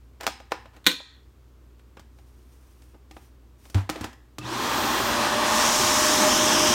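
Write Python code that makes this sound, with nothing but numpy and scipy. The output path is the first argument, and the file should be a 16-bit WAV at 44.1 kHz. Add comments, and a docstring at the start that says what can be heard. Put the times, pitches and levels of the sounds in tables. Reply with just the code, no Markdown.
"""A small room hums. Plastic parts rub and knock as a vacuum cleaner is readied beside dry grains on a rug.
A catch snaps, something slides over the rug and the body thumps down: cracks of noise and ringing tones.
The switch clicks and the motor runs up: tones follow its speed, and shaped noise makes the rush of air.
The nozzle hisses at the pile, the one hand-held microphone is lowered toward the rug, and the nozzle seals.
The microphone's gain drops after loud peaks."""
import sys
import numpy as np
from scipy import signal
from scipy.fft import rfft, irfft, next_fast_len
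from scipy.io import wavfile
from scipy.ndimage import minimum_filter1d, map_coordinates

SR = 44100
rng = np.random.default_rng(int(sys.argv[2]) if len(sys.argv) > 2 else 0)


def to_wav(s):
    """Save 16-bit WAV."""
    ch = np.atleast_2d(s).T  # columns
    pcm = np.round(np.clip(ch, -1, 1) * 32767)  # PCM
    wavfile.write(sys.argv[1], SR, pcm.astype(np.int16))


N = 297234

# microphone nearing the rug:
# (time [s], extra path of the floor echo [m], gain of the floor head's sound [dB])
APPROACH = [(5.5, 0.41, 2), (5.86, 0.3, -1.5), (6.0, 0.25, 2), (6.15, 0.19, 6), (6.27, 0.15, 5.5),
            (6.36, 0.1, 4.5), (6.5, 0.126, 7), (6.74, .12, 7)]
MAINS_HZ = 60.8
START_S = 4.3918   # the motor begins to turn


def from_db(db):
    """Turn decibels into a gain."""
    return 10 ** (np.asarray(db) / 20)


def rms_one(x):
    """Scale a sound to unit power."""
    return x / np.sqrt(np.mean(np.abs(x) ** 2) + 1e-20)


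def unit_energy(x):
    """Scale a short sound to unit energy."""
    return x / np.sqrt(np.sum(x ** 2) + 1e-20)


def in_time(rows):
    """Draw each column of a timed table as a curve with one value per sample."""
    s, *columns = np.transpose(rows)
    return [np.interp(np.arange(N) / SR, s, column) for column in columns]


def at_hz(points, hz):
    """Read a table between its points, with pitch on a logarithmic scale."""
    known_hz, values = np.transpose(points)
    return np.interp(np.log(np.maximum(hz, 1)), np.log(known_hz), values)


def coloured(x, spectrum):
    """Filter to a given spectrum without sounding ahead of the input (minimum phase)."""
    size = 2 * next_fast_len(len(x) // 2 + 2048)
    gain = from_db(at_hz(spectrum, np.fft.rfftfreq(size, 1 / SR)))
    cepstrum = irfft(np.log(gain))
    # folding the second half onto the first makes the filter minimum-phase
    cepstrum[1:size // 2] *= 2
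    cepstrum[size // 2 + 1:] = 0
    response = np.exp(rfft(cepstrum))
    return irfft(rfft(x, size) * response)[:len(x)]


def noise(spectrum):
    """Make steady coloured noise of unit power."""
    return rms_one(coloured(rng.standard_normal(N), spectrum))


def drift(hz):
    """Waver at random, up to about the given rate, with a spread of 1."""
    f = np.fft.rfftfreq(N // 2 * 2, 1 / SR)[:N // 16]
    size = next_fast_len(N, True)
    random_bins = rng.standard_normal(len(f)) + 1j * rng.standard_normal(len(f))
    return rms_one(irfft(random_bins / (1 + (f / hz) ** 2), size)[:N])


def phase_of(hz):
    """Add up the running phase of a steady or moving frequency."""
    return 2 * np.pi * np.cumsum(hz * np.ones(N)) / SR


def blown(hz, width_hz):
    """A resonance fed by turbulence: its strength and phase wander as fast as it is wide."""
    phase = phase_of(hz)
    cosine_part = drift(width_hz * 0.74) * np.cos(phase)
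    sine_part = drift(width_hz * 0.88) * np.sin(phase)
    return rms_one(cosine_part + sine_part)


def blown_together(resonances):
    """Mix several blown resonances, given as (Hz, width Hz, dB), at unit power."""
    return rms_one(sum(from_db(db) * blown(hz, width) for hz, width, db in resonances))


def evened(x, envelope):
    """Noise whose energy is spread evenly over all pitches once it is put under the envelope."""
    for _ in range(4):
        flat = irfft(np.exp(1j * np.angle(rfft(x * envelope))), len(x))
        x = np.clip(flat * np.linalg.norm(envelope) / (envelope + 1e-9), -3, 3)
    return x


def burst(t, t60):
    """A gritty contact that dies away by 60 dB in t60 seconds; unit energy."""
    envelope = from_db(-60 * t / t60)
    return unit_energy(evened(rng.standard_normal(len(t)), envelope) * envelope)


def ringing(t, modes, spread_db):
    """Struck parts ring at their own pitches, each with a strength of its own for this blow."""
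    out = np.zeros(len(t))
    for k, (hz, db, t60) in enumerate(modes):
        envelope = from_db(db + spread_db * rng.normal() - 60 * t / t60)
        out += (-1) ** k * envelope * np.sin(2 * np.pi * hz * t)
    return out


def add(out, s, sound):
    """Mix a sound in at a time."""
    start = round(s * SR)
    out[start:start + len(sound)] += sound[:N - start]


def swells(rows, attack_s, fade_db_per_s):
    """Gain of sounds that rise, hold until their length is over and fade."""
    t, out = np.arange(N) / SR, np.zeros(N)
    for s, length, db in rows:
        rise = np.clip((t - s) / attack_s, 0, 1)
        out += rise * from_db(db - fade_db_per_s * np.clip(t - s - length, 0, 1))
    return out


def in_room(x, wet_db, diffuse=True):
    """Direct sound plus a diffuse tail that dies at its own pace at each pitch."""
    # room decay: (frequency [Hz], time to fall by 60 dB [s])
    decay = [(150, 0.35), (500, 0.22), (1200, 0.36), (3800, 0.33), (7000, 0.3), (14000, 0.2)]
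    t = np.arange(SR * 3 // 4) / SR
    longest = max(t60 for hz, t60 in decay)
    hz, s, frames = signal.stft(burst(t, longest), SR, nperseg=256)
    faster_db = -60 * np.outer(1 / at_hz(decay, hz) - 1 / longest, s)
    tail = signal.istft(frames * from_db(faster_db), SR)[1][:len(t)]
    tail = unit_energy(tail * (1 - np.exp(-t / .002)))
    echoes = signal.fftconvolve(x, tail)[:N]
    if diffuse:   # wavering path lengths keep the tail from ringing on single pitches
        sway_s = .00015 * drift(30)
        echoes = map_coordinates(echoes, [np.arange(N) + sway_s * SR], order=3)
    return x + from_db(wet_db) * echoes


def mains_hum(level_db=-53, waver_db=1, second_db=-12.0):
    """The mains hums at its own pitch and, more softly, at twice that; pitch and level waver."""
    phase = phase_of(MAINS_HZ + 1.2 * drift(2.6))
    tones = np.sin(phase) + from_db(second_db) * np.sin(2 * phase)
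    return np.sqrt(2) * from_db(level_db + waver_db * drift(3)) * tones


def room_air(level_db=-57.5):
    """Still room air is faint, steady, coloured noise."""
    # (frequency [Hz], relative level per Hz [dB])
    air_colour = [(25, -24), (50, 4.5), (85, 6.5), (160, -9.5), (240, -4), (350, -3.5), (520, -13),
                  (720, -18), (1100, -16), (1800, -23.5), (5000, -29), (9500, -33), (10400, -39),
                  (11500, -32), (16000, -35)]
    return from_db(level_db) * noise(air_colour)


def rubbing(grit_db=1.0, attack_s=.006, fade_db_per_s=259):
    """Plastic sticks and slips on plastic in tiny uneven steps."""
    # rubs between the knocks: (start [s], length [s], level [dB])
    rubs = [(.2, 0.05, -44.5), (.505, .012, -50), (.73, 0.041, -58.5), (3.745, 0.038, -39),
            (3.9, 0.13, -45), (4.03, 0.013, -43)]
    # (frequency [Hz], relative level per Hz [dB])
    rub_colour = [(120, -18), (300, -1), (900, 6), (3200, -6), (7000, -16), (10000, -20.5), (16000, -25)]
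    slips = rms_one(rng.standard_normal(N) * from_db(grit_db * drift(150)))
    return swells(rubs, attack_s, fade_db_per_s) * rms_one(coloured(slips, rub_colour))


def knocks(level_db=26.5, ring_db=-16.0, thud_db=16.0):
    """Each contact is a short crack and a ring of the housing, duller or brighter with the part that hits."""
    # plastic parts, the switch last:
    # (time [s], relative level [dB], relative thud level [dB], tilt [dB per octave])
    contacts = [(0.2087, -39.5, -16, -1.5), (.2319, -40, -9, -2), (0.24, -43, -5, -4),
                (0.2664, -24, -11.5, -2), (0.2755, -29.5, -10, -4.5), (.401, -51.5, -8, -5.5),
                (0.5189, -28.5, -5, -7), (0.656, -55, -6, -6.5), (.7642, -55, 1, -2.5),
                (1.001, -46, -6.5, -7.5), (1.7934, -62.5, 0, -3), (1.9694, -51.5, 7, -6.5),
                (1.9944, -52, 6, -1.5), (2.1859, -61.5, -1, -4), (2.8198, -59.5, -5.5, 0.5),
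                (2.9428, -64.5, 14, -8.5), (3.1102, -49.5, 7, -3), (3.165, -51.5, 8, -6.5),
                (3.653, -55, -6, -2.5), (3.6985, -51, -2, 1.5), (3.7445, -35, 10, -3),
                (3.8923, -33, -8, -5), (3.897, -29.5, 7.5, -1.5), (3.9575, -40, 11, -6.5),
                (4.0097, -40, 16, -0.5), (4.042, -35, 2, -3.5), (4.1292, -53.5, -5, -2.5),
                (4.3835, -37, 0.5, -1.5)]
    # ringing plastic housing: (frequency [Hz], relative level [dB], time to fall by 60 dB [s])
    housing = [(310, -3, .1), (560, 0, .07), (780, 0, .045), (1250, -2, .04), (1700, -6, .025),
               (2850, -4, .04), (3400, -4, .05), (5150, -5, .22), (5755, -8, .19), (7050, -4, .1)]
    # plain knock: (frequency [Hz], relative level per Hz [dB])
    knock_colour = [(550, 7.5), (850, 7.5), (1500, 7), (3000, 6), (6500, 3), (8500, 1), (10400, -5.5),
                    (13000, -3.5), (16000, -8.5)]
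    # a firm knock is short and sharp; both times grow as the touch gets lighter
    firm_db, firm_rise_s, firm_t60_s = -29.5, 0.00032, .03
    rise_doubles_db, contact_doubles_db = 15, 58.5
    thud_doubles_db = 35   # heavier parts stay in contact longer
    thud_hz, pivot_hz, tilt_range_hz = 250, 3000, (850, 9500)
    out, t = np.zeros(N), np.arange(SR // 5) / SR
    bands_hz, plain_db = np.transpose(knock_colour)
    octaves = np.log2(np.clip(bands_hz, *tilt_range_hz) / pivot_hz)
    for s, db, thud, tilt in contacts:
        lighter_db = firm_db - db
        rise_s = firm_rise_s * 2 ** (lighter_db / rise_doubles_db)
        contact_t60 = firm_t60_s * 2 ** (lighter_db / contact_doubles_db + thud / thud_doubles_db)
        ring = from_db(ring_db) * unit_energy(ringing(t, housing, spread_db=3.5))
        blow = burst(t, contact_t60) + ring
        blow = unit_energy(blow * (1 - np.exp(-t / rise_s)))
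        low_end = [(80, thud_db + thud - 18.5), (thud_hz, thud_db + thud)]
        colour = [*low_end, *zip(bands_hz, plain_db + tilt * octaves)]
        add(out, s, from_db(db) * coloured(blow, colour))
    return from_db(level_db) * out


def catch(crack_db=11.0, ring_db=-14.0, crack_t60=0.017, spring_db=-3.5, spring_t60=.3):
    """The catch hits several times in quick succession and its spring sizzles on."""
    # the catch snaps home and rebounds: (time [s], relative level [dB])
    snaps = [(0.843, -36), (0.856, -30), (0.8652, 0.5), (0.8678, -3), (0.8699, 1.5), (0.915, -12)]
    # the catch's blade and the shell behind it:
    # (frequency [Hz], relative level [dB], time to fall by 60 dB [s])
    blade_and_shell = [(175, -19, .09), (232, -2, .09), (290, -19, .26), (500, -24, .18), (1090, -16, .08),
                       (1530, -15, .05), (2110, -18, .04), (2440, -15, .04), (3290, -8, .07),
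                       (3490, -9, .1), (3810, -6, .12), (4005, -11, .08), (4250, -10, .09)]
    # crack of a hit: (frequency [Hz], relative level per Hz [dB])
    crack_colour = [(88, -31.5), (150, -20), (235, -6.5), (330, -10.5), (500, -19.5), (759, -25),
                    (1060, -7), (1310, -15.5), (1500, -9), (2400, -10), (2810, -14), (3550, -2.5),
                    (4250, -6.5), (4860, -20), (6260, -16.5), (10400, -25), (14800, -20.5), (16000, -35.5)]
    # the spring's crowded pitches: (frequency [Hz], relative level per Hz [dB])
    spring_colour = [(2000, -32), (3050, -15), (3350, 0), (3750, 1), (4300, -4), (4750, -22), (6500, -35)]
    out, t = np.zeros(N), np.arange(SR // 2) / SR
    for s, db in snaps:
        crack = from_db(crack_db) * unit_energy(coloured(burst(t, crack_t60), crack_colour))
        spring = from_db(spring_db) * unit_energy(coloured(burst(t, spring_t60), spring_colour))
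        add(out, s, from_db(db) * (crack + spring))
    hardest_s = max(snaps, key=lambda snap: snap[1])[0]   # the hardest hit sets the shell ringing
    add(out, hardest_s + 0.0027, from_db(ring_db) * ringing(t, blade_and_shell, spread_db=6.5))
    return out


def rug_slides(attack_s=0.087, fade_db_per_s=170):
    """Something slides softly over the rug: coloured noise that swells and flutters."""
    # (start [s], length [s], level [dB])
    slides = [(2.1, 0.34, -71), (2.45, 0.46, -67), (3.08, 0.17, -63), (3.56, 0.17, -61.5)]
    # (frequency [Hz], relative level per Hz [dB])
    slide_colour = [(1500, -0.5), (4500, -5.5), (5800, -1.5), (7500, -7), (9000, -2), (10400, -7.5),
                    (12500, -5.5), (16000, -10)]
    flutter = from_db(1.3 * drift(25))
    return swells(slides, attack_s, fade_db_per_s) * flutter * noise(slide_colour)


def thumps(cushion_s=0.013):
    """The rug softens the blow, so the floor's low tones swell in."""
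    # the body sets down on the floor: (time [s], level [dB])
    set_downs = [(3.7476, -11.5), (4.0049, -27.5)]
    # floor under the rug: (frequency [Hz], relative level [dB], time to fall by 60 dB [s])
    boards = [(64, -12, .18), (97, 0, .2), (128, -12, .12), (195, -12, .11), (245, -10, .11),
              (290, -9, .14)]
    out, t = np.zeros(N), np.arange(SR // 2) / SR
    for s, db in set_downs:
        ring = ringing(t, boards, spread_db=3.0)
        add(out, s, from_db(db) * ring * (1 - np.exp(-t / cushion_s)))
    return out


def start_rings(rise_s=.003):
    """Small parts ring briefly as the motor jerks into motion."""
    # (time [s], frequency [Hz], level [dB], time to fall by 60 dB [s])
    small_parts = [(4.386, 1217, -36, .08), (4.413, 2640, -32, .05)]
    out, t = np.zeros(N), np.arange(SR // 4) / SR
    for s, hz, db, t60 in small_parts:
        ring = ringing(t, [(hz, db, t60)], spread_db=0)
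        add(out, s, ring * (1 - np.exp(-t / rise_s)))
    return out


def running_s():
    """Time since the motor began to turn."""
    return np.maximum(np.arange(N) / SR - START_S, 0)


def speed_share(kick_share=.3664, kick_s=.0676, settle_s=.2707):
    """Share of full speed: a quick kick while the fan is unloaded, then a slow approach."""
    t = running_s()
    return 1 - kick_share * np.exp(-t / kick_s) - (1 - kick_share) * np.exp(-t / settle_s)


def with_speed(db_per_decade):
    """Gain of a noise that grows by so many decibels for a tenfold fan speed."""
    return from_db(db_per_decade * np.log10(np.maximum(speed_share(), 1e-9)))


def motor(jitter=0.00107, waver_db=3.0, flutter_db=1.0, shaft_follows=0.58):
    """Shaft tone and blade whine follow the speed; the windings buzz at twice the mains rate, most at the start."""
    # eight fan blades: (multiple of the shaft speed, relative level [dB])
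    blades = [(8, -6), (16, 0), (24, -6)]
    # whine let out by the shell: (frequency [Hz], gain [dB])
    blade_colour = [(700, -14), (2300, -9), (3100, -6), (3750, 5), (4300, -2), (5600, 3), (7000, -1),
                    (8200, 1), (9800, -1), (10500, -7), (12000, -1), (15000, -3)]
    # how the body passes on the shaft's unbalance: (frequency [Hz], gain [dB])
    shaft_colour = [(100, -24), (220, -13.5), (330, -6), (460, -9), (550, -16), (585, -4), (612, 0)]
    # carbon brushes fizz on the commutator during the run-up: (start [s], length [s], level [dB])
    brushes = [(4.48, 0.61, -42)]
    full_turns_per_s, shaft_db = 612, -34
    # the whine stands out at first and sinks as the air gets moving
    steady_whine_db, early_db, whine_fade_s = -54.5, 10, .42
    # the current, and so the magnetic buzz, is highest at standstill and falls as the speed rises
    steady_buzz_db, inrush_db = -50.5, 11.5
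    share, (_, near_db) = speed_share(), in_time(APPROACH)
    speed = full_turns_per_s * share
    turn = phase_of(speed * (1 + jitter * drift(16)))
    shaft_level_db = shaft_db + at_hz(shaft_colour, speed) + shaft_follows * near_db
    shaft = from_db(shaft_level_db + waver_db * drift(15)) * np.sin(turn)
    whine_db = steady_whine_db + early_db * np.exp(-running_s() / whine_fade_s)
    whine = np.zeros(N)
    for order, db in blades:
        tone_db = whine_db + db + at_hz(blade_colour, order * speed) + flutter_db * drift(30)
        whine += from_db(tone_db) * np.sin(order * turn)
    buzz_db = steady_buzz_db + inrush_db * (1 - share ** 2) + waver_db * drift(15)
    buzz = (running_s() > 0) * from_db(buzz_db) * np.sin(phase_of(2 * MAINS_HZ))
    fizz_gain = swells(brushes, attack_s=.36, fade_db_per_s=178)
    fizz = fizz_gain * blown(hz=13900, width_hz=2300)
    return np.sqrt(2) * (shaft + buzz) + in_room(whine, wet_db=-11, diffuse=False) + fizz


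def airflow(gust_db=0.7, buffet_follows=0.37):
    """Exhaust air roars through the body's cavities while the floor head rumbles on the rug; all grow with the speed."""
    # exhaust noise: (frequency [Hz], relative level per Hz [dB])
    exhaust_colour = [(260, -36), (450, -11), (589, -5.5), (705, -6.5), (818, -4.5), (1040, 0), (1360, -6),
                      (1510, -5.5), (2190, -13), (3190, -10), (5790, -17), (8540, -25), (10500, -29.5),
                      (13400, -32), (16000, -36)]
    # air cavities of the body: (frequency [Hz], width [Hz], relative level [dB])
    body_cavities = [(863, 91, 1.5), (1084, 125, 2), (1263, 69, -5.5), (1567, 130, -9), (1845, 150, -4.5)]
    # hollow of the floor head: (frequency [Hz], width [Hz], relative level [dB])
    head_hollow = [(230.2, 40, -2.5), (298.5, 45, -0.5), (347.2, 60, -3.5)]
    # air buffeting the microphone: (frequency [Hz], relative level per Hz [dB])
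    buffet_colour = [(25, -53), (50, 5), (100, 10), (180, -0.5), (400, 9), (700, -54)]
    # one stronger gust buffets the microphone: (start [s], length [s], relative level [dB])
    gusts = [(5.78, 0.038, -32)]
    # the roar in the cavities swells once: (start [s], length [s], relative level [dB])
    surges = [(5.39, 0.13, -41)]
    exhaust_db, cavity_db, rumble_db, buffet_db, buffet_swing_db = -24.5, -30.5, -35.5, -42, 1.5
    _, near_db = in_time(APPROACH)
    cavity_gain = from_db(cavity_db) + swells(surges, attack_s=0.083, fade_db_per_s=130)
    cavities = cavity_gain * blown_together(body_cavities)
    exhaust = from_db(exhaust_db) * noise(exhaust_colour)
    roar = from_db(gust_db * drift(7.2)) * (exhaust + cavities)
    rumble = from_db(rumble_db + near_db + gust_db * drift(7.2)) * blown_together(head_hollow)
    buffet_gain = from_db(buffet_db + buffet_follows * near_db + buffet_swing_db * drift(15))
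    gust_gain = swells(gusts, attack_s=.02, fade_db_per_s=252)
    buffet = (buffet_gain + gust_gain) * noise(buffet_colour)
    return with_speed(35.5) * roar + with_speed(20.5) * (rumble + buffet)


def nozzle(flutter_db=0.37, db_per_decade=50):
    """Air squeezed between nozzle and pile hisses and sounds the slot and throat, which wobble with the gap."""
    # suction as the nozzle meets the pile: (time [s], relative level [dB])
    suction = [(4.4, -7.5), (5.42, -9.5), (5.56, -1), (5.68, 0.5), (6.15, 1.5), (6.4, -1), (6.74, 0)]
    # hiss: (frequency [Hz], relative level per Hz [dB])
    hiss_colour = [(1200, -10), (2200, -1.5), (3300, -11), (3750, -2), (4300, -5), (5050, -7), (5600, 0),
                   (7000, -2.5), (8500, -4.5), (9800, -6.5), (10400, -13), (11500, -10), (15500, -15)]
    # slot resonances: (ratio to the main frequency, width [Hz], relative level [dB])
    slot_resonances = [(.93, 570, -1.5), (1.07, 742, -2.5), (1.2, 1000, -4)]
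    hiss_db, slot_db, throat_db = -27.5, -29.5, -39
    slot_hz, throat_hz, throat_width_hz, gap_wobble = 5670, 3220, 580, .025
    # the nozzle seals against the rug and its resonances come forward
    seal_s, seal_rise_s, seal_slot_db, seal_throat_db = 6.26, 0.063, 4, 8
    suction_db, = in_time(suction)
    seal = np.clip((np.arange(N) / SR - seal_s) / seal_rise_s, 0, 1)
    gap = 1 + gap_wobble * drift(8)
    drive_db = 1.7 * suction_db   # slot and throat respond more strongly than the hiss
    slot = blown_together([(ratio * slot_hz * gap, width, db) for ratio, width, db in slot_resonances])
    slot = from_db(slot_db + drive_db + seal_slot_db * seal) * slot
    throat = blown(throat_hz * gap, throat_width_hz)
    throat = from_db(throat_db + drive_db + seal_throat_db * seal) * throat
    hiss = from_db(hiss_db + suction_db) * noise(hiss_colour)
    return with_speed(db_per_decade) * (hiss + slot + throat) * from_db(flutter_db * drift(25))


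def floor_echo(x, echo_db=-19.5, lowest_hz=2200):
    """The treble bounces off the floor; as the path shortens, a hollow colour sweeps upward."""
    path_m, near_db = in_time(APPROACH)
    highpass = signal.butter(2, lowest_hz, "high", fs=SR, output="sos")
    treble = signal.sosfiltfilt(highpass, x)
    delay_s = path_m / 343   # speed of sound [m/s]
    echo = map_coordinates(treble, [np.arange(N) - delay_s * SR], order=3)
    return x + from_db(echo_db + near_db) * echo


def gain_control(x, threshold_db=-6, attack_s=.035, hold_s=.16, release_db_per_s=70):
    """Gain that turns down after a loud peak, holds there and comes back up."""
    hold = int(hold_s * SR) // 2 * 2 + 1
    peak_db = 20 * np.log10(np.abs(x).max(axis=0) + 1e-9)
    over_db = np.maximum(peak_db - threshold_db, 0)
    held_db = -minimum_filter1d(-over_db, hold, origin=hold // 2)
    release_db = release_db_per_s * np.arange(N) / SR
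    cut_db = np.maximum.accumulate(held_db + release_db) - release_db
    r = np.exp(-1 / (attack_s * SR))
    return from_db(-signal.lfilter([1 - r], [1, -r], cut_db))


def scene():
    """All sources reach one microphone, the same in both channels."""
    background = mains_hum() + room_air() + rug_slides()
    parts = in_room(rubbing() + knocks() + start_rings(), wet_db=-10.0)
    handling = parts + in_room(catch(), wet_db=-3.5) + thumps()
    air = in_room(floor_echo(airflow() + nozzle()), wet_db=-15.0, diffuse=False)
    return np.tile(background + handling + motor() + air, (2, 1))


def record(dry):
    """The gain drops after the loudest peaks, whatever exceeds full scale clips, and the top is cut."""
    clipped = np.clip(dry * gain_control(dry), -1, 1)
    lowpass = signal.ellip(12, .1, 80, 15900, fs=SR, output="sos")   # cutoff [Hz]
    return signal.sosfilt(lowpass, clipped)


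dry = scene()
out = record(dry)
to_wav(out)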